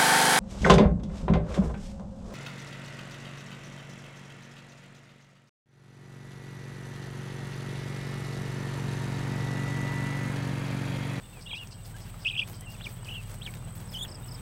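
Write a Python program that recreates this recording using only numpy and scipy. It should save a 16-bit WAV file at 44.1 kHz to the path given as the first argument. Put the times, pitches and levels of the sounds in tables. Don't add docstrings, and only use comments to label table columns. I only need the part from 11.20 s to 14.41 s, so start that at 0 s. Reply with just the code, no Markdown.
import sys
import numpy as np
from scipy import signal
from scipy.fft import rfft, irfft, next_fast_len
from scipy.io import wavfile
from scipy.ndimage import uniform_filter1d

SR = 44100
rng = np.random.default_rng(int(sys.argv[2]) if len(sys.argv) > 2 else 0)


def inscribe(sig):
    pcm = np.round(np.clip(np.atleast_2d(sig).T, -1, 1) * 32767)
    wavfile.write(sys.argv[1], SR, pcm.astype(np.int16))


N = 141561


def from_db(db):
    return 10 ** (np.asarray(db) / 20)


def rms_one(x):
    return x / np.sqrt(np.mean(x ** 2) + 1e-20)


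def clock():
    return np.arange(N) / SR


def in_time(rows):
    s, *columns = np.transpose(rows)
    return [np.interp(clock(), s, column) for column in columns]


def drift(rate_hz):
    r = np.exp(-80 * np.pi * rate_hz / SR)
    noise = rng.standard_normal(N // 40 + 2002)
    slow = signal.lfilter([1], [1, -2 * r, r * r], noise)[2000:]
    return np.interp(np.arange(N) / 40, np.arange(len(slow)), rms_one(slow))


def coloured(x, points):
    hz, db = np.transpose(sorted(map(tuple, points)))
    size = next_fast_len(N)
    bins = np.maximum(np.arange(size // 2 + 1) * SR / size, 1)
    gain = from_db(np.interp(np.log(bins), np.log(hz), db))
    return rms_one(irfft(rfft(x, size) * gain, size)[:N])


def resonance(x, hz, width_hz):
    r = np.exp(-np.pi * width_hz / SR)
    poles = [2, -4 * r * np.cos(2 * np.pi * hz / SR), 2 * r * r]
    return signal.lfilter([1 - r * r, 0, r * r - 1], poles, x)


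def narrow_noise(x, hz, width_hz):
    return rms_one(resonance(resonance(x, hz, width_hz), hz, width_hz))


def bumps(rows, width_s):
    total = 0
    for s, db in rows:
        age = np.maximum((clock() - s) / width_s + 1, 0)
        total = total + from_db(db) * age * np.exp(1 - age)
    return total


def add(out, s, sound):
    i = int(s * SR)
    out[i:i + len(sound)] += sound[:max(N - i, 0)]


def glide(from_hz, to_hz, length_s, db):
    n = int(length_s * SR)
    phase = 2 * np.pi * np.cumsum(np.linspace(from_hz, to_hz, n)) / SR
    return from_db(db) * np.sqrt(2) * np.hanning(n) ** 0.11 * np.sin(phase)


# [f/Hz, relative level/dB]
MURMUR_SPECTRUM = [(25, -6), (70, -4.5), (150, 0), (280, -11), (900, -14), (2500, -27.5), (6000, -83)]
# [t/s, level/dB]
MURMUR_LEVEL = [(0, -53), (3.21, -48)]
# [f/Hz, relative level/dB]
HISS_SPECTRUM = [(3000, -3), (6600, -12), (11000, -13), (15800, -9)]
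HISS_DB = -57.5


def air():
    level_db, = in_time(MURMUR_LEVEL)
    hiss_db = HISS_DB + 2.2 * drift(14)
    murmur_db = level_db + 1.27 * drift(10.7)
    murmur = from_db(murmur_db) * coloured(rng.standard_normal(N), MURMUR_SPECTRUM)
    return murmur + from_db(hiss_db) * coloured(rng.standard_normal(N), HISS_SPECTRUM)


BUZZ_HZ, BUZZ_WIDTH_HZ, BUZZ_DB = 8113, 650, -61.5
PULSES_PER_S, PULSE_START_S, PULSE_DEPTH = 145.52, .0012, .55
GROUP_S, STROKE_S, STROKE_LEN_S = .041, 0.013, 0.008
STROKE_RISE_HZ, STROKE_GROWTH_DB = 535, 5.5
# [t/s, level/dB]
STROKES = [(0, -58), (3.21, -48.5)]


def insects():
    band = narrow_noise(rng.standard_normal(N), BUZZ_HZ, BUZZ_WIDTH_HZ)
    pulse = 1 + PULSE_DEPTH * np.cos(2 * np.pi * PULSES_PER_S * (clock() - PULSE_START_S))
    out = from_db(BUZZ_DB) * band * pulse
    chance = rng.standard_normal((120, 4))
    starts = np.cumsum(GROUP_S * (1 + 0.14 * chance[:, 3]))
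    low_hz, high_hz = BUZZ_HZ - STROKE_RISE_HZ / 2, BUZZ_HZ + STROKE_RISE_HZ / 2
    for s, row in zip(starts, chance):
        last_db = np.interp(s, *np.transpose(STROKES))
        for k in range(3):
            db = last_db + STROKE_GROWTH_DB * (k - 2) + 2.5 * row[k]
            add(out, min(s + k * STROKE_S, N / SR), glide(low_hz, high_hz, STROKE_LEN_S, db))
    return out


FAR_CHIRPS = [.217, .364, 0.52, .657, .818, 1.011, 1.07, 1.185, 1.351, 1.506, 1.656]
FAR_DB, FAR_HZ, FAR_WIDTH_HZ, FAR_S = -56, 4880, 1470, 0.016


def far_cricket():
    bursts = bumps([(s, FAR_DB) for s in FAR_CHIRPS], FAR_S) * from_db(3.0 * drift(64))
    return bursts * narrow_noise(rng.standard_normal(N), FAR_HZ, FAR_WIDTH_HZ)


# [t/s, level/dB]
NEAR_CHIRPS = [(2.687, -50.5), (2.882, -48), (3.08, -48)]
NOTE_GAP_S, NOTE_S, NOTE_TOP_HZ, NOTE_END_HZ = 0.031, 0.017, 5550, 4700
FIRST_NOTE_DB = -2.5


def near_cricket():
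    out = np.zeros(N)
    for s, db in NEAR_CHIRPS:
        for k in range(3):
            note_db = db + FIRST_NOTE_DB * (k == 0)
            add(out, s + k * NOTE_GAP_S, glide(NOTE_TOP_HZ, NOTE_END_HZ, NOTE_S, note_db))
    return out


HUM_WAVER_DB = 2.5


def hum(hz, db, orders):
    phase = 2 * np.pi * np.cumsum(hz + np.zeros(N)) / SR
    total = 0
    for k, order_db in orders:
        gain = from_db(order_db + HUM_WAVER_DB * drift(1.7))
        total = total + gain * np.sin(k * phase + rng.uniform(0, 2 * np.pi))
    return from_db(db) * total


# [t/s, f/Hz, level/dB]
FIRST_ENGINE = [(0, 17.1, -51.5), (1.4, 17.6, -47.5), (3.21, 17.0, -45)]
FIRST_ORDERS = [-14, -11, -35, -3.5, 3, -16, -6, -10.5, -8.5, -22, -19]
SECOND_HZ = 40.94
# [t/s, level/dB]
SECOND_ENGINE = [(0, -47.5), (3.21, -38.5)]
# [multiple, relative level/dB]
SECOND_ORDERS = [(1, -3.5), (3, -3.5), (4, -9.5), (5, -12.5), (6, -25)]


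def engines():
    first = hum(*in_time(FIRST_ENGINE), enumerate(FIRST_ORDERS, start=2))
    return first + hum(SECOND_HZ, *in_time(SECOND_ENGINE), SECOND_ORDERS)


TUB_T60_S, TUB_DB = .05, -12


def tub(x):
    t = np.arange(SR // 8) / SR
    tail = rng.standard_normal(len(t)) * from_db(-60 * t / TUB_T60_S) * (t > .002)
    return x + from_db(TUB_DB) * signal.fftconvolve(x, tail / np.sqrt(np.sum(tail ** 2)))[:N]


# [t/s, level/dB]
SCUFFS = [(.21, -57), (.66, -53), (.78, -51.5), (1.29, -50), (1.52, -56), (1.67, -52.5), (1.87, -52),
          (2.02, -59.5), (2.11, -52), (2.28, -53.5), (2.36, -58), (2.572, -53.5), (2.73, -52)]
# [f/Hz, relative level/dB]
SHAVINGS = [(700, 12), (3000, 4), (12000, 0.5), (15500, 3.5)]
SCUFF_S, GRAINS_PER_S = 0.024, 3700
PATTER_DB, PATTER_DB_PER_S = -74.5, 4
TILT_DB = 6.5


def scuffs():
    grain_level = from_db(5.6 * np.minimum(rng.exponential(1, N), 3.3))
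    grains = grain_level * rng.standard_normal(N) * (rng.random(N) < GRAINS_PER_S / SR)
    steps = bumps(SCUFFS, SCUFF_S) * from_db(3 * drift(60))
    patter = from_db(PATTER_DB + PATTER_DB_PER_S * clock() + 4 * drift(30))
    rustle = coloured(grains + 0.42 * rng.standard_normal(N), SHAVINGS)
    low_pass = signal.butter(4, 11500, "low", fs=SR, output="sos")
    high_pass = signal.butter(4, 11500, "high", fs=SR, output="sos")
    body = signal.sosfilt(low_pass, rustle)
    treble = signal.sosfilt(high_pass, rustle[::-1])
    return (steps + patter) * (body + treble * from_db(TILT_DB * drift(10)))


# [t/s, level/dB, f/Hz]
TICKS = [(0.171, -41, 780), (0.332, -38, 920), (.435, -45, 14100), (0.473, -38.5, 5800), (.942, -40, 1240),
         (1.283, -43.5, 1400), (1.409, -32, 8400), (1.61, -34.5, 1640), (1.831, -38, 955),
         (1.847, -37.5, 5060), (2.026, -41.5, 2830), (2.274, -36, 1750), (2.339, -32.5, 2470),
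         (2.755, -43, 14000), (2.849, -36, 1710), (2.881, -47, 3940)]
TICK_CYCLES, TICK_SNAP = 2.4, 0.43


def ticks():
    out, noise = np.zeros(N), rng.standard_normal((len(TICKS), 600))
    t = np.arange(600) / SR
    for (s, db, hz), hit in zip(TICKS, noise):
        ring = np.sin(2 * np.pi * hz * t) * np.exp(-t * hz / TICK_CYCLES)
        snap = TICK_SNAP * narrow_noise(hit, hz, hz) * np.exp(-t / .002)
        add(out, s, from_db(db) * (ring + snap))
    return out


# [t/s, level/dB]
FLOCK = [(0, -60), (3.21, -63)]
FLOCK_HZ, FLOCK_NOTE_S = 3090, 0.0376


def twitter():
    out = np.zeros(N)
    for when, a, b, c in rng.random((90, 4)):
        s, hz = when * N / SR, FLOCK_HZ * (0.89 + 0.31 * a)
        db = np.interp(s, *np.transpose(FLOCK)) - 8 * c
        add(out, s, glide(hz, hz * (.9 + 0.168 * b), FLOCK_NOTE_S * (.5 + c), db))
    return out


# [t/s, f/Hz, level/dB]
CLUCKS = [(0.757, 1603, -51), (1.436, 2000, -55.5)]
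CLUCK_S = 0.015


def clucks():
    out = np.zeros(N)
    for s, hz, db in CLUCKS:
        add(out, s - CLUCK_S, glide(0.97 * hz, 1.053 * hz, 2 * CLUCK_S, db))
    return out


# [t/s, f/Hz, level/dB]
PEEPS = [
    [(0.128, 2770, -60), (0.21, 2254, -59)],
    [(0.258, 2970, -50), (0.278, 2760, -44.5), (0.296, 3020, -49), (0.308, 2880, -45), (0.317, 2350, -42),
     (0.33, 2180, -58)],
    [(0.262, 3200, -46), (0.29, 4050, -59), (0.299, 3516, -42), (0.307, 3220, -45), (0.347, 3258, -38.5),
     (0.36, 3850, -57), (0.37, 4060, -60), (0.4, 2990, -43)],
    [(0.303, 3800, -56), (0.325, 3950, -54), (0.333, 3110, -38), (0.338, 2710, -37.5), (0.347, 2386, -38.5),
     (0.384, 2910, -46), (0.432, 2780, -45.5), (0.446, 2400, -57)],
    [(1.046, 4140, -60), (1.05, 3060, -31.5), (1.053, 2590, -34), (1.055, 2474, -34), (1.059, 2650, -23.5),
     (1.066, 2533, -25.5), (1.072, 3000, -29), (1.078, 2620, -22), (1.083, 3575, -35.5), (1.088, 3100, -26),
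     (1.094, 4010, -46), (1.097, 3450, -62), (1.1, 3110, -28), (1.105, 2550, -42), (1.113, 2576, -27),
     (1.115, 2790, -53), (1.121, 4040, -49), (1.128, 2590, -42), (1.134, 2390, -38), (1.143, 2640, -36),
     (1.148, 3880, -52), (1.155, 2650, -30), (1.161, 2393, -45), (1.167, 2670, -24.5), (1.169, 2950, -59),
     (1.172, 2520, -31), (1.178, 3535, -37), (1.182, 2940, -26), (1.187, 3530, -37), (1.195, 2580, -23),
     (1.201, 3450, -35), (1.205, 3110, -32), (1.211, 3614, -40), (1.218, 2485, -31), (1.225, 2320, -37),
     (1.233, 2630, -34), (1.235, 3210, -37), (1.238, 3430, -45), (1.246, 3370, -63)],
    [(1.39, 3120, -67), (1.445, 3160, -60), (1.472, 2750, -51.5), (1.543, 2855, -56.5), (1.555, 2480, -50)],
    [(1.6, 2190, -56), (1.616, 3290, -45), (1.635, 4300, -61), (1.643, 3680, -41.5), (1.66, 2710, -44.5),
     (1.67, 2335, -37.5), (1.677, 2260, -59)],
    [(1.85, 3280, -55), (1.867, 2587, -55), (1.885, 2490, -44), (1.894, 3140, -40.5), (1.906, 2580, -46),
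     (1.919, 3070, -40.5), (1.935, 2700, -44), (1.944, 3010, -42), (1.955, 2730, -44), (1.972, 2867, -42),
     (1.986, 2680, -45), (2.005, 2680, -50.5), (2.016, 2380, -60)],
    [(1.935, 3270, -56), (1.948, 3290, -44), (1.968, 2894, -40)],
    [(2.21, 2340, -55.5), (2.224, 3400, -43), (2.245, 4510, -61), (2.259, 3510, -46), (2.264, 3250, -39.5),
     (2.277, 2315, -41.5), (2.295, 2160, -52)],
    [(2.732, 3530, -50), (2.756, 2920, -37), (2.768, 3136, -36), (2.782, 2950, -38.5), (2.796, 3560, -40.5),
     (2.813, 3230, -37), (2.83, 3630, -39.5), (2.85, 3340, -40.5), (2.862, 2500, -55)],
]
OVERTONES = [-33, -36, -42]
OVERTONE_DB_PER_KHZ = 28
FACING_PEEP, FACING_DB = 10, 18
PITCH_FLUTTER = .008


def peeps():
    out, flutter = np.zeros(N), 1 + PITCH_FLUTTER * drift(197)
    for n, rows in enumerate(PEEPS):
        s, hz, db = np.transpose(rows)
        t = np.arange(s[0], s[-1], 1 / SR)
        pitch = uniform_filter1d(np.interp(t, s, hz), size=80) * np.interp(t, clock(), flutter)
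        phase = 2 * np.pi * np.cumsum(pitch) / SR
        bright_db = OVERTONE_DB_PER_KHZ * (pitch / 1000 - 3.4) + FACING_DB * (n == FACING_PEEP)
        bright_db = np.maximum(bright_db, -3)
        tone = np.sin(phase)
        for k, overtone_db in enumerate(OVERTONES, start=2):
            tone = tone + from_db(overtone_db + bright_db) * np.sin(k * phase)
        level_db = uniform_filter1d(np.interp(t, s, db), size=60)
        edge = np.clip(np.minimum(t - s[0], s[-1] - t) / 0.0011, 0, 1)
        add(out, s[0], np.sqrt(2) * from_db(level_db) * edge * tone)
    return out


WAVER_DB = 2.4


def chicks():
    return (twitter() + clucks() + peeps()) * from_db(WAVER_DB * drift(160))


def scene():
    crickets = tub(tub(far_cricket() + near_cricket()))
    in_tub = tub(crickets + ticks() + chicks())
    return (air() + insects() + engines() + scuffs() + in_tub)[None]


def record(dry):
    return signal.sosfilt(signal.ellip(14, .5, 90, 15850, fs=SR, output="sos"), dry)


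dry = scene()
out = record(dry)
inscribe(out)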